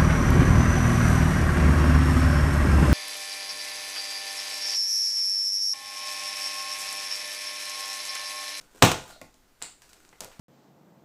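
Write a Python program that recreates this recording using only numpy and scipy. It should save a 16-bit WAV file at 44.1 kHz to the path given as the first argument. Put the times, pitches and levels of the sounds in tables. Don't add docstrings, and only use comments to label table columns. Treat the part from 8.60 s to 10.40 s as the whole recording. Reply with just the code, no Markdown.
import sys
import numpy as np
from scipy import signal
from scipy.fft import rfft, irfft
from scipy.io import wavfile

SR = 44100
rng = np.random.default_rng(int(sys.argv[2]) if len(sys.argv) > 2 else 0)


def store_wav(level_fs):
    pcm = np.round(np.clip(np.atleast_2d(level_fs), -1, 1) * 32767)
    wavfile.write(sys.argv[1], SR, pcm.T.astype(np.int16))


N = 79380

# frequency in Hz, gain in dB.
FLOOR_COLOUR = [(20, -38), (60, -49.5), (120, -55), (280, -52.5), (600, -60), (1400, -60), (2500, -65.5),
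                (7000, -68.5), (11000, -73), (15000, -71.5)]
# frequency in Hz, time to fall 60 dB in seconds.
ROOM_T60_S = [(60, .5), (150, .27), (350, 0.37), (1000, 0.3), (3000, 0.36), (8000, 0.34), (14000, .29)]
# frequency in Hz, relative level in dB, time to fall 60 dB in seconds.
BOX_MODES = [(58, -17, .5), (96, -3, .27), (159, -1, .21), (260, 0, .27), (307, -4, .3), (349, -5, .28),
             (478, -5, .28), (517, -11, .34), (637, -11, .3), (736, -8, .33), (780, -6, .3), (870, -7, .36),
             (1075, -7, .31), (1437, -9, .33)]
# start in seconds, frequency in Hz, gain in dB, decay in seconds.
NUDGES = [(.148, 308, -30, 0.015), (.453, 899, -25, 0.0088), (.499, 683, -23, 0.0063),
          (.561, 626, -27.5, 0.0066), (1.220, 1630, -37, 0.011), (1.530, 2000, -36.5, .009),
          (1.613, 570, -26.5, .012), (1.652, 494, -25, 0.017)]
# time in seconds, relative level in dB.
RUSTLE_LEVEL = [(0, -54.5), (.09, -65.5), (.16, -52.5), (.22, -54), (.47, -51.5), (.503, -40), (.555, -64),
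                (.7, -72.5), (.95, -76.5), (1.01, -58), (1.16, -86.5), (1.25, -59.5), (1.35, -59),
                (1.44, -60.5), (1.58, -61.5), (1.68, -58.5), (1.8, -64.5)]
# frequency in Hz, gain in dB.
RUSTLE_COLOUR = [(80, -4), (300, 7), (800, 3), (1200, -0.5), (1450, 6.5), (1800, -4), (4000, -5),
                 (5500, -6), (8000, -2.5), (11000, -10.5), (15000, -12)]
# frequency in Hz, width per filter pass in Hz, gain in dB.
TAP_RESONANCES = [(590, 320, -17), (1096, 110, -23), (2190, 660, -24)]
CONTACT_HZ = [130, 650, 2200, 7000, 14000]
# start in seconds, decay in seconds,
# gain in dB at each of the five contact pitches, box ring in dB, room send in dB.
CONTACTS = [ (.0130, 0.006, -40, -53.5, -50, -46.5, -68, -68.5, -5),
            (.2413, 0.0021, 9, -8, -10, -21, -21.5, -45.5, -1.5),
            (0.2502, 0.0039, -16, -10, -30, -14.5, -22.5, -44, -5),
            (0.3158, 0.0078, -21, -6.5, -16, -18.5, -32, -42, -6),
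            (0.6145, 0.0037, -24, -31.5, -40.5, -38, -46.5, -50.5, -2),
            (0.742, 0.0048, -50, -58, -56, -50, -68, -68.5, -1.5),
            (1.0176, 0.0046, -42, -27, -27.5, -40, -55, -58, 2.5),
            (1.2197, .003, -55, -42.5, -43.5, -42, -53, -75, 2.5),
            (1.2920, 0.0034, -53, -55, -50.5, -47, -57, -81, 5),
            (1.3310, 0.0065, -57.5, -45.5, -43.5, -43.5, -56, -79, -5),
            (1.4500, .003, -57.5, -53.5, -43, -51, -66, -75, -10.5),
            (1.4910, 0.0024, -61.5, -51, -59, -41, -76, -75, -8),
            (1.5280, .010, -55, -42, -44.5, -65.5, -70, -64.5, -2.5),
            (1.6059, 0.0012, -43.5, -20, -32, -19, -31, -63, -6),
            (1.6090, 0.0012, -49, -26.5, -29, -22, -42, -61, -25),
            (1.6150, 0.044, -33.5, -34.5, -43, -45.5, -53, -58, -6),
            (1.6365, 0.0025, -45, -24.5, -37, -41, -47, -62.5, 2.5),
            (1.6460, 0.0015, -36, -28, -38, -30, -34, -61.5, -14),
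            (1.7160, 0.019, -61.5, -44.5, -47, -59, -64, -89, 2.5),
            (1.7935, 0.012, -15, -37, -47.5, -47, -55, -47.5, -23)]
# start in seconds, relative level in dB.
FLICKS = [(1.024, 2.5), (1.024, -2)]
# frequency in Hz, gain in dB.
PING_COLOUR = [(150, -25), (900, -19), (2500, -14), (4200, -7.5), (5900, -16), (6900, -5), (7600, 3.5),
               (8050, -1.5), (8550, -0.5), (9400, -7.5), (10200, -28), (13500, -20.5), (15500, -27)]
# frequency in Hz, gain in dB.
BOOM_COLOUR = [(20, -24), (45, -7), (75, 0), (135, 8.5), (200, 2), (300, -1), (600, -4.5), (1500, -23.5),
               (5000, -50)]
# frequency in Hz, gain in dB.
CRACK_COLOUR = [(40, -12.5), (150, -5), (400, 0.5), (800, 2), (1250, 2), (1900, -3.5), (2700, -2.5),
                (3900, -3.5), (4700, -12.5), (5800, -7), (8000, -9.5), (11500, -22), (15000, -17.5)]

FLOOR_GAIN_DB = 1.5
ROOM_GAP_S, ROOM_BUILD_S, ROOM_TREBLE_DB = 0.001, .003, -3
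NUDGE_WIDTH_HZ = 190
GRAINS_PER_S, GRAIN_SPREAD_DB, RUB_SHARE = 300, -1, .6
ZIP_S, ZIP_HALF_LENGTH_S, ZIP_HZ, ZIP_WIDTH_HZ, ZIP_GAIN_DB = .535, .013, 4050, 750, -38.5
TAP_S, TAP_DECAY_S = .6150, 0.0044
FLICK_DECAY_S, FLICK_GAIN_DB, FLICK_ROOM_DB = .0012, -15.5, -1.5
TEAR_S, TEAR_DECAY_S, TEAR_GAIN_DB = .2200, 0.015, -33.5
SNAP_S, SNAP_DECAY_S, SNAP_GAIN_DB, SNAP_ROOM_DB = .2236, 0.0078, 4, -3
BOOM_S, BOOM_DECAY_S, BOOM_GAIN_DB, BOOM_ROOM_DB, BOOM_RING_DB = .2295, .024, 3.5, -11, -18.5
DRIVE, CEILING, TOP_HZ = 0.99, .95, 15280


def amp(db):
    return 10 ** (np.asarray(db) / 20)


def since(start_s):
    return np.maximum(np.arange(N) / SR - start_s, 0)


def on_log(hz, points):
    f, v = np.array(points, float).T
    return np.interp(np.log(np.maximum(hz, 1)), np.log(f), v)


def convolve(x, response):
    return signal.fftconvolve(x, response)[:N]


def delayed(x, start_s):
    return np.concatenate([np.zeros(max(int(start_s * SR), 0)), x])[:N]


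def colour(x, points, size=4096):
    gain_db = on_log(np.fft.rfftfreq(size, 1 / SR), points)
    cepstrum = irfft(np.log(amp(gain_db)))
    cepstrum[1:size // 2] *= 2
    cepstrum[size // 2 + 1:] = 0
    return convolve(x, irfft(np.exp(rfft(cepstrum))))


def resonate(x, hz, width_hz):
    b, a = signal.iirpeak(hz, hz / width_hz, fs=SR)
    return signal.lfilter(b, a, signal.lfilter(b, a, x))


def burst(start_s, decay_s, count=3):
    fade = np.exp(-np.arange(N // count) / SR / max(abs(decay_s), 1e-4))
    x = rng.standard_normal(len(fade)) * fade
    for _ in range(count):
        flat = irfft(np.exp(1j * np.angle(rfft(x))), len(fade))
        x = flat * np.sqrt(fade)
    x *= np.sqrt(np.sum(fade ** 2) / np.sum(x ** 2))
    return np.concatenate([np.zeros(max(int(start_s * SR), 0)), x, np.zeros(N)])[:N]


def background():
    return amp(FLOOR_GAIN_DB) * colour(rng.standard_normal(N), FLOOR_COLOUR)


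def room_response(count=9):
    t, f = since(0), np.fft.rfftfreq(N, 1 / SR)
    noise, out = rfft(rng.standard_normal(N)), 0
    centres_hz = np.geomspace(60, 15000, count)
    for hz, share in zip(centres_hz, np.eye(count)):
        band = irfft(noise * on_log(f, list(zip(centres_hz, share))), N)
        out = out + band * np.exp(-np.log(1000) * t / on_log(hz, ROOM_T60_S))
    out *= 1 - np.exp(-since(ROOM_GAP_S) / ROOM_BUILD_S)
    unit = out / np.sqrt(np.sum(out ** 2))
    return colour(unit, [(8000, 0.0029), (13000, ROOM_TREBLE_DB)])


def box_ring():
    t, ring = since(0), 0
    for k, (hz, db, t60_s) in enumerate(BOX_MODES):
        decay = np.exp(-np.log(1000) * t / t60_s)
        ring = ring + (-1) ** k * amp(db) * np.sin(2 * np.pi * hz * t) * decay
    return ring


def nudges(room):
    sound = 0
    for start_s, hz, db, decay_s in NUDGES:
        sound = sound + amp(db) * resonate(burst(start_s, decay_s), hz, NUDGE_WIDTH_HZ)
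    return sound + amp(-4) * convolve(sound, room)


def strap_rustle():
    struck = rng.random(N) < GRAINS_PER_S / SR
    size = amp(GRAIN_SPREAD_DB * np.minimum(rng.exponential(size=N), 4))
    grains = struck * rng.standard_normal(N) * size
    friction = grains / grains.std() * amp(-2.5) + RUB_SHARE * rng.standard_normal(N)
    level_db = np.interp(since(0), *np.array(RUSTLE_LEVEL).T)
    return colour(friction * amp(level_db), RUSTLE_COLOUR)


def strap_zip():
    swell = np.exp(-((since(0) - ZIP_S) / ZIP_HALF_LENGTH_S) ** 2)
    return amp(ZIP_GAIN_DB) * resonate(rng.standard_normal(N), ZIP_HZ, ZIP_WIDTH_HZ) * swell


def strap_tap():
    touch = burst(TAP_S, TAP_DECAY_S)
    return sum(amp(db) * resonate(touch, hz, width_hz) for hz, width_hz, db in TAP_RESONANCES)


def loose_strap(room):
    sliding = amp(-0.5) * (strap_rustle() + strap_zip())
    tap = strap_tap()
    return sliding + tap + convolve(sliding + amp(-7) * tap, room)


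def contacts(room, ring):
    direct, send = 0, 0
    for start_s, decay_s, *gains_db, ring_db, room_db in CONTACTS:
        points = [(30, gains_db[0] - 13.5)] + list(zip(CONTACT_HZ, gains_db))
        hit = colour(burst(start_s, decay_s), points)
        direct = direct + hit + amp(ring_db) * delayed(ring, start_s)
        send = send + amp(room_db) * hit
    return direct + convolve(send, room)


def flick(room):
    bursts = sum(amp(db) * burst(start_s, FLICK_DECAY_S) for start_s, db in FLICKS)
    ping = amp(FLICK_GAIN_DB) * colour(bursts, PING_COLOUR)
    return ping + amp(FLICK_ROOM_DB) * convolve(ping, room)


def snap(room, ring):
    parting = amp(SNAP_GAIN_DB) * burst(SNAP_S, SNAP_DECAY_S)
    tear = amp(TEAR_GAIN_DB) * burst(TEAR_S, TEAR_DECAY_S)
    crack = colour(parting + tear, CRACK_COLOUR)
    boom = amp(BOOM_GAIN_DB) * colour(burst(BOOM_S, BOOM_DECAY_S), BOOM_COLOUR)
    reverb = convolve(amp(SNAP_ROOM_DB) * crack + amp(BOOM_ROOM_DB) * boom, room)
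    return crack + boom + reverb + amp(BOOM_RING_DB) * delayed(ring, BOOM_S)


def scene():
    room, ring = room_response(), box_ring()
    strap = nudges(room) + loose_strap(room)
    blows = contacts(room, ring) + flick(room) + snap(room, ring)
    return (background() + strap + blows)[None]


def record(dry):
    x = DRIVE * dry / CEILING
    rounded = CEILING * x / (1 + x ** 4) ** .25
    low_pass = signal.ellip(8, .2, 70, TOP_HZ, fs=SR, output="sos")
    return signal.sosfilt(low_pass, rounded)


dry = scene()
out = record(dry)
store_wav(out)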